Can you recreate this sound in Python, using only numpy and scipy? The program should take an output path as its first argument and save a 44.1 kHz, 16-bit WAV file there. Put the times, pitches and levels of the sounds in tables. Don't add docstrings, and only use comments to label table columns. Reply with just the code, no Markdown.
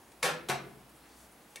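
import sys
import numpy as np
from scipy import signal
from scipy.fft import rfft, irfft
from scipy.io import wavfile
from scipy.ndimage import uniform_filter1d

SR = 44100
rng = np.random.default_rng(int(sys.argv[2]) if len(sys.argv) > 2 else 0)


def master_out(mix):
    frames = np.transpose(np.atleast_2d(mix))
    ceiling = np.clip(frames, -1, 1)
    pcm = np.round(ceiling * 32767).astype(np.int16)
    wavfile.write(sys.argv[1], SR, pcm)


def elevation(decibels):
    levels = np.asarray(decibels, float)
    return 10 ** (levels / 20)


N = 70560


def level(x, db):
    return x * elevation(db) / np.sqrt(np.mean(x ** 2) + 1e-30)


def read(table, hz):
    table = np.array(table, float)
    return np.interp(np.log(np.maximum(hz, 1)), np.log(table[:, 0]), table[:, 1])


def response(gain_db):
    cepstrum = irfft(gain_db * np.log(10) / 20)
    cepstrum[1:1024] *= 2
    cepstrum[1025:] = 0
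    h = irfft(np.exp(rfft(cepstrum)))
    return h / np.sqrt(np.sum(h ** 2))


def bands(size):
    f = np.fft.rfftfreq(size, 1 / SR)
    noise = rfft(rng.standard_normal((2, size)))
    for hz in 25 * 2 ** np.arange(0, 9.6, 1 / 3):
        thirds_away = 3 * np.log2(np.maximum(f, 1) / hz)
        shape = np.cos(np.pi / 2 * np.clip(thirds_away, -1, 1)) ** 2
        yield hz, irfft(noise * shape, size)


def stereo(mid_side, side_db):
    return mid_side[0] + elevation(side_db) * mid_side[1] * np.array([[1], [-1]])


def walk(rate):
    hold = int(SR / rate)
    steps = np.repeat(rng.standard_normal(N // hold + 1), hold)
    return 4 / 3 * uniform_filter1d(uniform_filter1d(steps, hold), hold)[:N]


def grit(per_s, scatter_db):
    chance = rng.random((3, N))
    struck = chance[0] < per_s / SR
    sign = np.sign(chance[1] - .5)
    size = elevation(-scatter_db * np.log(chance[2] + 1e-9))
    return level(struck * sign * size, 0)


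def wash(colour, db):
    flicker_db = .8
    # frequency in Hz, side against mid in dB.
    air_side = [(60, -34), (110, -20), (200, -22.5), (380, -14), (700, -12), (1290, -6), (2380, -5.5),
                (4400, -4.5), (8120, -11), (15000, -25)]
    total = 0
    for hz, pair in bands(N):
        gain = elevation(read(colour, hz) + flicker_db * walk(12.04))
        total = total + stereo(pair, read(air_side, hz) - 1.5) * gain
    return level(total, db)


def kitchen():
    # frequency in Hz, level in dB per Hz.
    rumble_colour = [(15, -59), (25, -35), (48, -8), (91, -11.5), (112, -9.5), (283, -4.5), (567, -10),
                     (772, -7.5), (2500, -20.5), (3250, -52), (5500, -120)]
    # frequency in Hz, level in dB per Hz.
    simmer_colour = [(1200, -8), (2500, 0), (5000, -3.5), (7500, -5), (10500, -0.5), (12000, -3),
                     (13500, -7), (15500, -11.5)]
    t = np.arange(N) / SR
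    rumble = wash(rumble_colour + [(9000, -56)], -59.5)
    simmer = wash([(300, -50)] + simmer_colour, -64)
    hum = elevation(-71.5 + 3.5 * walk(8.04)) * np.sin(2 * np.pi * 60.5 * t)
    whine = elevation(-79) * np.sin(2 * np.pi * 15734 * t)
    return rumble + simmer + np.sqrt(2) * (hum + whine)


def room():
    # frequency in Hz, t60 in seconds.
    room_t60 = [(100, 1), (260, 0.96), (700, 0.24), (1840, 0.39), (4850, 0.3), (12800, 0.17)]
    # frequency in Hz, side against mid in dB.
    room_side = [(60, -18), (200, -15), (700, -8), (1300, -6.5), (2400, -9.5), (4400, -8), (8100, -11),
                 (15000, -20)]
    build_s = 0.0027
    late_db, late_t60_s, late_top_hz = -9.5, 0.84, 1490
    t = np.arange(SR) / SR

    def fade(t60):
        return 1000 ** (-t / t60) / np.sqrt(t60)

    tail = 0
    for hz, pair in bands(SR):
        late = elevation(late_db) / (1 + (hz / late_top_hz) ** 2) * fade(late_t60_s)
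        decay = fade(read(room_t60, hz)) + late
        tail = tail + stereo(pair, read(room_side, hz) + 1.7) * decay
    tail = tail * (1 - np.exp(-t / build_s))
    return tail / np.sqrt(np.sum(tail ** 2) / 2)


def rubs():
    # middle in seconds, length in seconds, level in dB, centre in Hz, width in Hz.
    strokes = [
        (0.897, 0.018, -64.5, 10500, 4000),
        (0.968, 0.061, -67.5, 10400, 4000),
        (1.04, 0.11, -66.5, 2000, 4150),
        (1.106, .12, -66, 5040, 6000),
        (1.207, 0.12, -62.5, 8000, 7100),
        (1.323, 0.023, -65, 10000, 4000),
        (1.514, 0.054, -66.5, 9000, 6000),
    ]
    t = np.arange(N) / SR
    f = np.fft.rfftfreq(2048, 1 / SR)
    grain = grit(9000, 3)
    out = 0
    for middle, length, db, hz, width_hz in strokes:
        colour_db = -12 * np.minimum(((f - hz) / width_hz) ** 2, 4)
        swish = signal.fftconvolve(grain, response(colour_db))[:N]
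        out = out + elevation(db) * swish * np.exp(-(2 * (t - middle) / length) ** 2)
    return out


def rings():
    # start in seconds, frequency in Hz, level in dB, swell in seconds, t60 in seconds.
    modes = [(.228, 494, -30, 0.018, 0.15), (.228, 2200, -33.5, 0.003, 0.086),
             (.232, 1696, -40, 0.016, 0.21), (.245, 403, -38.5, 0.012, 0.13),
             (.250, 704, -31.5, 0.0046, 0.071), (.258, 1014, -38.5, 0.012, 0.086),
             (.262, 1389, -38.5, 0.014, 0.23), (.282, 587, -41.5, 0.011, 0.13),
             (.232, 165.7, -42.5, 0.012, 0.22), (.310, 159.8, -40.5, 0.02, 0.16),
             (0.489, 139, -38.5, 0.014, 0.14), (.490, 377.4, -38, 0.006, 0.18),
             (.492, 1022, -41, .008, 0.064), (.495, 742, -36, .008, 0.13),
             (.501, 874.6, -31, 0.0091, 0.092), (.230, 256.3, -44, .012, 0.11),
             (.495, 1315, -42, 0.013, 0.12), (.532, 737, -34, 0.011, 0.081), (.530, 489, -46, 0.0065, 0.15),
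             (1.557, 3610, -48, .003, 0.023), (1.558, 681, -55.5, .003, 0.033),
             (1.568, 2250, -47, .002, .07), (1.568, 2700, -52, 0.0018, .07),
             (1.573, 1864, -52, .003, 0.052)]
    waver_db = 3.5
    t = np.arange(N) / SR
    out = 0
    for start, hz, db, swell, t60 in modes:
        since = np.maximum(t - start, 0)
        rise = np.sin(np.pi / 2 * np.minimum(since / swell, 1)) ** 2
        decay = 1000 ** (-np.maximum(since - swell, 0) / t60)
        gain = elevation(db + waver_db * walk(60 + hz / 9))
        out = out + gain * rise * decay * np.sin(2 * np.pi * (hz * since + rng.random()))
    return elevation(0.5) * out


def clatter(contacts, colour):
    bottom_hz, top_hz = 98, 14700
    t = np.arange(N) / SR
    f = np.fft.rfftfreq(2048, 1 / SR)
    clicks = grit(8000, 1.5) + 0.57 * rng.standard_normal(N)
    low_edge = 1 + (bottom_hz / np.maximum(f, 10)) ** 4
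    high_edge = 1 + (f / top_hz) ** 12
    edges_db = -20 * np.log10(low_edge * high_edge)
    out = np.zeros(N)
    for start, db, attack, length, tilt_db in contacts:
        since = np.maximum(t - start, 0)
        rise = np.minimum(since / attack, 1) ** 2
        fall = np.exp(-(np.maximum(since - attack, 0) / length) ** 2)
        push = clicks * elevation(db) * rise * fall
        brightness_db = tilt_db * np.log2(np.maximum(f, 100) / 1500)
        broad = response(read(colour, f) + edges_db + brightness_db)
        out += signal.fftconvolve(push, broad)[:N]
    return out


def sieve_taps():
    # start in seconds, level in dB, attack in seconds, rattle length in seconds,
    # brightness in dB per octave.
    sieve_contacts = [
        (1.7, -47, 0.0031, 0.0025, 4),
        (1.5570, -36.5, 0.0024, 0.0011, 0),
        (1.5610, -47.5, 0.00078, 0.0058, 1),
        (1.5685, -52, 0.00064, 0.0055, -2),
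        (0.1147, -57.5, 0.0035, 0.0092, -2),
    ]
    # frequency in Hz, level in dB per Hz.
    sieve_colour = [(150, -18), (600, -2.5), (1300, -12.5), (2200, -5), (3600, -9), (5200, -10),
                    (9500, -6.5), (16000, -24)]
    return clatter(sieve_contacts, sieve_colour)


def second_clatter():
    # start in seconds, level in dB, attack in seconds, rattle length in seconds,
    # brightness in dB per octave.
    second_contacts = [
        (.4840, -34.5, 0.0039, .009, 4),
        (.4960, -27, 0.0014, 0.0086, 0.95),
        (.505, -35, 0.003, 0.013, -2.),
        (.536, -40.5, 0.0043, 0.0086, -3),
    ]
    # frequency in Hz, level in dB per Hz.
    second_colour = [(60, -20), (140, -7.5), (280, -15), (800, -2), (1700, -10.5), (3200, -15.5),
                     (9500, -27), (16000, -35.5)]
    return clatter(second_contacts, second_colour)


def first_clatter():
    # start in seconds, level in dB, attack in seconds, rattle length in seconds,
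    # brightness in dB per octave.
    first_contacts = [
        (.2268, -28.5, 0.0015, 0.01, 1),
        (.243, -31, 0.0044, 0.017, -1.5),
        (.260, -36, 0.0023, .012, -3),
        (.286, -36.5, 0.0028, .012, -2.5),
        (.2240, -44, .002, .002, -0.5),
    ]
    # frequency in Hz, level in dB per Hz.
    first_colour = [(60, -31), (150, -9.5), (310, -13.5), (500, -1.5), (1700, -1.5), (4000, -7.5),
                    (10800, -11.5), (16000, -22.5)]
    return clatter(first_contacts, first_colour)


def scene():
    wet_db = (1.5, -0.5, -7)
    balance_db = 0.47
    things = [first_clatter(), second_clatter(), sieve_taps()]
    swish, ring = rubs(), rings()
    sent = sum(elevation(db) * thing for db, thing in zip(wet_db, things))
    sent = sent + elevation(-8) * ring + elevation(-3.5) * swish
    echo = signal.fftconvolve(sent[None], room(), axes=1)[:, :N]
    balance = elevation(np.array([[balance_db], [-balance_db]]))
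    return (sum(things) + ring + swish + echo) * balance + kitchen()


def top_cut(x):
    return signal.sosfilt(signal.butter(12, 16480, fs=SR, output="sos"), x)


def record(dry):
    soft_top, top_hz = .3, 15900
    soft = soft_top * np.tanh(dry / soft_top)
    low_pass = signal.ellip(8, .2, 50, top_hz, fs=SR, output="sos")
    mix = signal.sosfilt(low_pass, soft)
    return top_cut(mix)


dry = scene()
out = record(dry)
master_out(out)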